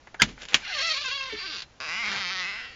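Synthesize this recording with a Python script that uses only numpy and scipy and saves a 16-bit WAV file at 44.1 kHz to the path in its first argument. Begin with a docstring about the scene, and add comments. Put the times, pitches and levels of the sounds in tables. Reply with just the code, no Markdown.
"""A greenhouse door is unlatched and swung open close to the microphone, over faint outdoor air.
The latch ticks and squeaks, then knocks twice, shaking the door, while the bolt rubs on its keeper.
The dry hinge sticks and slips, each slip ringing hinge, door and a small room: first a falling creak.
A foot lands, and the creak stalls in single clicks. After a pause comes a lower groan,
with two scuffs of a sole under it."""
import sys
import numpy as np
from scipy import signal
from scipy.fft import rfft, irfft
from scipy.io import wavfile
from scipy.ndimage import uniform_filter1d

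SR = 44100
rng = np.random.default_rng(int(sys.argv[2]) if len(sys.argv) > 2 else 0)


def pcm_store(signal):
    """Save signal as 16-bit PCM."""
    levels = np.round(np.clip(np.atleast_2d(signal), -1, 1) * 32767)
    wavfile.write(sys.argv[1], SR, levels.astype(np.int16).T)


N = 121275
TIME = np.arange(N) / SR
BANDWIDTH_HZ = 7250


def undb(db):
    return 10 ** (np.asarray(db) / 20)


def curve(rows, column=1):
    """One column of a table, joined by straight lines in time."""
    rows = np.array(rows)
    return np.interp(TIME, rows[:, 0], rows[:, column])


def during(rows):
    """A gate, open from a table's first time to its last."""
    return (TIME > rows[0][0]) & (TIME < rows[-1][0])


def unit(x):
    """Scale to unit energy."""
    return x / np.sqrt(np.sum(x ** 2))


def ring(x, response):
    """Play x through an impulse response."""
    return signal.fftconvolve(x, response)[:N]


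def decay(t60):
    return np.exp(-np.log(1000) * TIME[:N // 4] / t60)


def tail(t60):
    """Dense reflections dying away."""
    return unit(rng.standard_normal(N // 4) * decay(t60))


def modes(rows):
    """Impulse response of a set of damped modes."""
    t = TIME[:N // 4]
    return sum(undb(db) * unit(np.cos(2 * np.pi * hz * t) * decay(t60)) for hz, db, t60 in rows)


def eq(points, size=4096):
    """Minimum-phase response of an EQ curve, rolled off at both ends."""
    hz, db = np.array(points).T
    f = np.fft.rfftfreq(size, 1 / SR) + 1
    gain = undb(np.interp(np.log(f), np.log(hz), db))
    gain /= (1 + (hz[0] / f / 2) ** 2) * np.sqrt(1 + (f / BANDWIDTH_HZ) ** 20)
    cepstrum = irfft(np.log(gain))
    cepstrum[1:size // 2] *= 2
    cepstrum[size // 2 + 1:] = 0
    return unit(irfft(np.exp(rfft(cepstrum))))


def split(x, edges_hz):
    """Cut a sound into bands, lowest first."""
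    filters = [signal.butter(6, hz, fs=SR, output="sos") for hz in edges_hz]
    lows = [signal.sosfiltfilt(sos, x, padtype=None) for sos in filters]
    return np.diff([0 * x] + lows + [x], axis=0)


def pulses(times, sizes, order=8):
    """Band-limited impulses at exact times."""
    at = np.asarray(times)[:, None] * SR
    index = at.astype(int) + np.arange(1 - order, order + 1)
    shapes = np.sinc(index - at) * np.sinc((index - at) / order)
    out = np.zeros(N)
    np.add.at(out, np.clip(index, 0, N - 1), np.asarray(sizes)[:, None] * shapes)
    return out


def impact(door_db, door_t60, room_db, room_t60):
    """A direct click smeared by the metal, the door's short ring and the room's tail."""
    allpass = [.7, -1.5, 1]
    direct = signal.lfilter(allpass, allpass[::-1], signal.unit_impulse(N // 4))
    return direct + undb(door_db) * tail(door_t60) + undb(room_db) * tail(room_t60)


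# Tone of the air bed: freq_hz, gain_db
AIR_EQ = [(30, 0.5), (90, -5), (300, -13.5), (600, -13), (2000, -19.5), (7200, -26.5)]


def outdoor_air(level_db=-56):
    """A steady bed of dark noise."""
    return undb(level_db) * ring(rng.standard_normal(N), eq(AIR_EQ))


# Tone of the steel latch: freq_hz, gain_db
LATCH_EQ = [(300, -5), (1200, -4.5), (1550, -0.5), (2900, -0.5), (3300, -2), (5700, -10.5), (7200, -7.5)]
# Light ticks: start_s, level_db, brightness_db
TICKS = [(0.072, -18.5, -15), (.144, -12, -15), (0.379, -19, -28), (.419, -14.5, 7), (0.432, -14.5, 0),
         (0.453, -14.5, 3), (.486, -12, 3), (.523, -12, -27), (.533, -6, -3)]


def latch_ticks():
    """Handle and latch make small contacts, some dull, some bright."""
    out = 0
    for start_s, level_db, brightness_db in TICKS:
        click = impact(door_db=3.5, door_t60=.046, room_db=-3.5, room_t60=.15)
        low, treble = split(ring(click, eq(LATCH_EQ)), [2400])
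        out += ring(pulses([start_s], [undb(level_db)]), unit(low + undb(brightness_db) * treble))
    return out


# Glide of the squeak: time_s, pitch_hz, level_db
SQUEAK = [(.19, 1550, -62), (.199, 1545, -17), (.208, 1750, -22.5), (.212, 1640, -18.5), (.218, 1810, -34)]


def bolt_squeak(harmonics_db=(-3, -14.5, -21, -25.5), jitter=.22, flutter_db=3):
    """The bolt gives a rough chirp just before it lets go."""
    pitch_hz = curve(SQUEAK) * (1 + jitter * rng.standard_normal(N))
    phase = 2 * np.pi * np.cumsum(pitch_hz) / SR
    tone = sum(undb(db) * np.sin(k * phase) for k, db in enumerate(harmonics_db, 1))
    flutter = uniform_filter1d(rng.standard_normal(N), size=90)
    return tone * undb(curve(SQUEAK, 2) + flutter_db * flutter / flutter.std()) * during(SQUEAK)


# Modes of the door leaf: pitch_hz, level_db, t60_s
DOOR_MODES = [(45.8, -7, 0.75), (136.3, 1, 0.15), (211.3, 1.5, 0.18), (246, -11, 0.42)]
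# Dull thud of the timber frame: freq_hz, gain_db
THUD_EQ = [(90, -2), (260, -3), (900, -28)]
# Hard hits: start_s, rattle_db, low_shelf_db, thump_db, crack_hz, crack_db
KNOCKS = [(0.2191, 15, -3, -1.5, 2083, 11.5), (0.5433, 14.5, -7.5, -15.5, 2864, 10)]


def latch_knocks():
    """The bolt strikes: a brief crack, a rattle of the latch and a thump of the door."""
    frame = unit(ring(tail(.38), eq(THUD_EQ)))[:N // 4]
    thump = modes(DOOR_MODES) + undb(-2.5) * frame
    out = 0
    for start_s, rattle_db, low_shelf_db, thump_db, crack_hz, crack_db in KNOCKS:
        strike = impact(door_db=18, door_t60=.083, room_db=17, room_t60=.031)
        low, high = split(unit(ring(strike, eq(LATCH_EQ)))[:N // 4], [1000])
        rattle = undb(rattle_db) * (high + undb(low_shelf_db) * low)
        crack = modes([(crack_hz, crack_db, .028)])
        out += ring(pulses([start_s], [1]), rattle + undb(thump_db) * thump + crack)
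    return out


# Envelope of the scrape: time_s, level_db
RUB = [(.24, -64), (.29, -43), (.36, -63.5), (.42, -42.5), (.47, -59), (.5, -42), (.61, -43.5),
       (.66, -62.5)]


def bolt_rub(grit_db=3.7):
    """The bolt drags on its keeper: gritty noise through the steel."""
    grit = rng.standard_normal(N) * undb(grit_db * rng.standard_normal(N))
    return ring(grit / grit.std() * undb(curve(RUB)) * during(RUB), eq(LATCH_EQ))


# Unevenness of the slips: time_s, jitter_periods
SLIP_JITTER = [(.7, 0.065), (.87, 0.028), (.95, .042), (1.02, 0.02), (1.2, 0.012), (1.39, 0.032),
               (1.5, .014), (2.3, 0.007), (2.48, .014), (2.62, 0.06)]


def stick_slip(rate, roughness, scatter_db, memory=.85):
    """The dry hinge grips and lets go: one pulse a slip, uneven in timing and size."""
    rate_hz = curve(rate)
    count = np.cumsum(rate_hz * during(rate)) / SR
    times = np.interp(np.arange(1, int(count[-1]) + 1), count, TIME)
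    slip_hz = np.interp(times, TIME, rate_hz)
    timing, size = rng.standard_normal((N // 100, 2))[:len(times)].T
    jitter_s = roughness * np.interp(times, TIME, curve(SLIP_JITTER)) * timing / slip_hz
    lag_s = signal.lfilter([1], [1, -memory], jitter_s)  # a late slip delays the next ones
    return pulses(times + lag_s, undb(scatter_db * size) * np.sqrt(SR / slip_hz))


# Modes of the hinge: pitch_hz, level_db, t60_s
HINGE_MODES = [(1543, -16.5, 0.088), (2735, -14.5, 0.11), (4074, -18.5, 0.16), (4510, -14, .06),
               (4680, -8.5, 0.055)]
# Door reflections against the direct click: time_s, wet_db
REFLECTIONS = [(1.25, 8), (1.5, 2), (2.1, 2), (2.25, -3), (2.42, -3), (2.62, 6)]


def swinging_door(slips, rate, tone, metal_db, step_s=.1604):
    """Slips ring hinge, door and room; the reflections crossfade as the door turns."""
    out = 0
    for centre_s in np.arange(rate[0][0], rate[-1][0] + step_s, step_s):
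        wet_db = np.interp(centre_s, *np.array(REFLECTIONS).T)
        click = impact(door_db=wet_db, door_t60=.029, room_db=wet_db - 4.5, room_t60=.11)
        response = ring(click + undb(metal_db) * modes(HINGE_MODES), eq(tone))
        crossfade = np.clip(1 - abs(TIME - centre_s) / step_s, 0, 1) ** .75
        out += ring(slips * crossfade, unit(response))
    return out


def flicker(x, depth_db, rate_hz=100):
    """Each half-octave swells and fades on its own, so the partials break up."""
    bands = split(x, np.geomspace(700, 5600, num=7))
    swells_db = depth_db * rng.standard_normal((N // 100, len(bands))).T
    times = np.arange(N // 100) / rate_hz
    return sum(band * undb(np.interp(TIME, times, db)) for band, db in zip(bands, swells_db))


def ride_faders(x, levels, gate, crossover_hz=3200):
    """Normalise body and treble within the gate, then give each its envelope."""
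    bands = split(x, [crossover_hz])
    return sum(band / band[gate].std() * undb(curve(levels, k)) for k, band in enumerate(bands, 1))


def hinge_ring(slips, glide, t60):
    """Slips feed one resonance that shifts with the load; it is levelled, then given its envelope."""
    carrier = np.exp(2j * np.pi * np.cumsum(curve(glide)) / SR)
    pole = np.exp(-np.log(1000) / t60 / SR)
    ringing = signal.lfilter([1], [1, -pole], slips / carrier) * carrier
    power = uniform_filter1d(abs(ringing) ** 2, size=3000)
    return np.sqrt(2) * ringing.real / np.sqrt(power + power.mean() / 10) * undb(curve(glide, 2))


# Falling pitch of the creak: time_s, slip_rate_hz
CREAK_RATE = [(.61, 936), (.662, 635), (.685, 830), (.718, 730), (.738, 643), (.772, 572), (.808, 525),
              (.825, 667), (.88, 663), (.91, 630), (.928, 622), (.947, 525), (.988, 570), (1.033, 604),
              (1.043, 527), (1.073, 525), (1.095, 464), (1.118, 546), (1.163, 565), (1.18, 542),
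              (1.29, 527), (1.303, 453), (1.33, 443), (1.395, 458), (1.41, 350), (1.455, 396), (1.48, 320),
              (1.512, 305), (1.572, 158)]
# Tone of one slip: freq_hz, gain_db
CREAK_EQ = [(450, -10), (680, -17.5), (900, -10), (1800, -5), (4300, -3), (7200, -17)]
# Faders of the creak: time_s, body_db, treble_db
CREAK_FADERS = [(0.61, -53.5, -57), (0.654, -38.5, -45.5), (0.808, -30.5, -29.5), (1.12, -36.5, -35.5),
                (1.35, -38.5, -45), (1.58, -42, -40)]
# Singing resonance of the hinge: time_s, pitch_hz, level_db
CREAK_RING = [(.63, 2235, -49.5), (.94, 2363, -36), (1.19, 2860, -45.5), (1.213, 2614, -31.5),
              (1.245, 2600, -42), (1.55, 2710, -59)]
# Fader of the hinge's modes: time_s, gain_db
METAL_FADER = [(1.35, -54), (1.39, -38.5), (1.56, -37.5)]


def hinge_creak(trim_db=1):
    """Fast slips fuse into a high creak; the metal's ring comes forward as they slow."""
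    slips = stick_slip(CREAK_RATE, roughness=.93, scatter_db=1.5)
    rasp = swinging_door(slips, CREAK_RATE, CREAK_EQ, metal_db=-9)
    rasp = ride_faders(flicker(rasp, depth_db=3.2), CREAK_FADERS, during(CREAK_RATE))
    metal = ring(slips, unit(modes(HINGE_MODES))) * undb(curve(METAL_FADER))
    return undb(trim_db) * rasp + hinge_ring(slips, CREAK_RING, t60=.03) + metal


# Modes of the floor: pitch_hz, level_db, t60_s
FLOOR_MODES = [(323.9, -2, 0.12), (423, 0.16, 0.15)]
# Tone of a scuffing sole: freq_hz, gain_db
SCUFF_EQ = [(500, -9), (1800, 0.5), (5000, -15)]
# Footfalls: centre_s, floor_db, thud_db, scuff_db
STEPS = [(1.33, -6, -17, -19.5), (2.083, -35, -18, -3), (2.156, -41, -16, 1.5)]


def footsteps(push_s=.0064, scuff_s=.05, grit_db=9.2):
    """Soles push briefly on the floor, thud through the timber and scuff the plastic floor sheet."""
    out = 0
    for centre_s, floor_db, thud_db, scuff_db in STEPS:
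        t = TIME - centre_s
        push = unit(rng.standard_normal(N) * np.exp(-(t / push_s) ** 2))
        grit = rng.standard_normal(N) * undb(grit_db * rng.standard_normal(N))
        scuff = ring(unit(grit * np.exp(-(t / scuff_s) ** 2)), eq(SCUFF_EQ))
        floor = unit(ring(push, modes(FLOOR_MODES)))
        thud = unit(ring(ring(push, tail(.22)), eq(THUD_EQ)))
        out += undb(floor_db) * floor + undb(thud_db) * thud + undb(scuff_db) * scuff
    return out


# Last slips of the creak: start_s, level_db
STALL_CLICKS = [(1.5761, -15), (1.5826, -9.5), (1.592, -10.5), (1.6033, -10.5), (1.6203, -8.5)]


def hinge_stall():
    """The slips come so far apart that each is its own metallic click."""
    start_s, level_db = np.array(STALL_CLICKS).T
    click = impact(door_db=6.5, door_t60=.077, room_db=-3.5, room_t60=.026)
    response = unit(ring(click + undb(4.5) * modes(HINGE_MODES), eq(CREAK_EQ)))
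    return ring(pulses(start_s, undb(level_db)), response)


# Wavering pitch of the groan: time_s, slip_rate_hz
GROAN_RATE = [(1.7952, 128), (1.815, 130), (1.843, 170), (1.875, 147.5), (1.95, 184), (1.965, 218),
              (2.015, 238), (2.055, 199), (2.083, 219), (2.1, 198), (2.13, 197), (2.163, 196), (2.19, 208),
              (2.248, 178), (2.295, 176), (2.32, 196), (2.363, 183), (2.388, 188), (2.443, 172),
              (2.487, 204), (2.522, 196), (2.59, 237), (2.75, 267)]
# Tone of one slip: freq_hz, gain_db
GROAN_EQ = [(205, -11.5), (290, -21), (520, -18), (850, -10.5), (1300, -6), (2100, -2), (3500, -4),
            (5000, -2), (5900, -11.5), (7200, -16.5)]
# Faders of the groan: time_s, body_db, treble_db
GROAN_FADERS = [(1.8, -35.5, -48), (1.89, -36, -41.5), (2.01, -36.5, -44), (2.06, -32, -39),
                (2.28, -32.5, -36.5), (2.4, -37, -35), (2.48, -38.5, -44.5), (2.65, -39, -50.5),
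                (2.75, -51.5, -58)]
# Three singing resonances of the hinge: time_s, pitch_hz, level_db
LOWER_RING = [(1.85, 1895, -55), (1.9, 1984, -36.5), (2.07, 2140, -31), (2.14, 2240, -40.5),
              (2.28, 1700, -53.5), (2.4, 1930, -33.5), (2.5, 2060, -34), (2.7, 1900, -52)]
UPPER_RING = [(1.8, 2660, -45), (1.87, 2636, -36), (1.99, 2955, -39), (2.05, 2760, -44.5),
              (2.35, 2650, -42.5), (2.46, 2540, -36), (2.74, 2715, -53.5)]
TOP_RING = [(1.88, 4780, -43.5), (2.28, 5000, -49), (2.41, 5550, -46), (2.52, 5200, -68)]


def hinge_groan():
    """Slower slips make a low groan, with gliding resonances singing above it."""
    slips = stick_slip(GROAN_RATE, roughness=1, scatter_db=.57)
    rasp = swinging_door(slips, GROAN_RATE, GROAN_EQ, metal_db=-14)
    rasp = ride_faders(flicker(rasp, depth_db=1.5), GROAN_FADERS, during(GROAN_RATE))
    rings = [(LOWER_RING, .02), (UPPER_RING, .028), (TOP_RING, .006)]
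    return rasp + sum(hinge_ring(slips, glide, t60) for glide, t60 in rings)


def scene():
    """The mono mix: hinge, latch and feet over the air bed."""
    air = outdoor_air()
    hinge = hinge_creak() + hinge_stall() + hinge_groan()
    latch = latch_knocks() + latch_ticks() + bolt_rub() + bolt_squeak()
    return (air + latch + hinge + footsteps())[None]


def record(dry, ceiling=.76, top_hz=16700):
    """A narrow-band microphone whose loudest peaks overload."""
    narrow = signal.sosfilt(signal.ellip(8, .3, 50, BANDWIDTH_HZ, fs=SR, output="sos"), dry)
    clipped = narrow / (1 + (narrow / ceiling) ** 8) ** (1 / 8)
    body, fizz = split(clipped, [8500])
    return signal.sosfilt(signal.ellip(8, .2, 70, top_hz, fs=SR, output="sos"), body + undb(-3) * fizz)


dry = scene()
out = record(dry)
pcm_store(out)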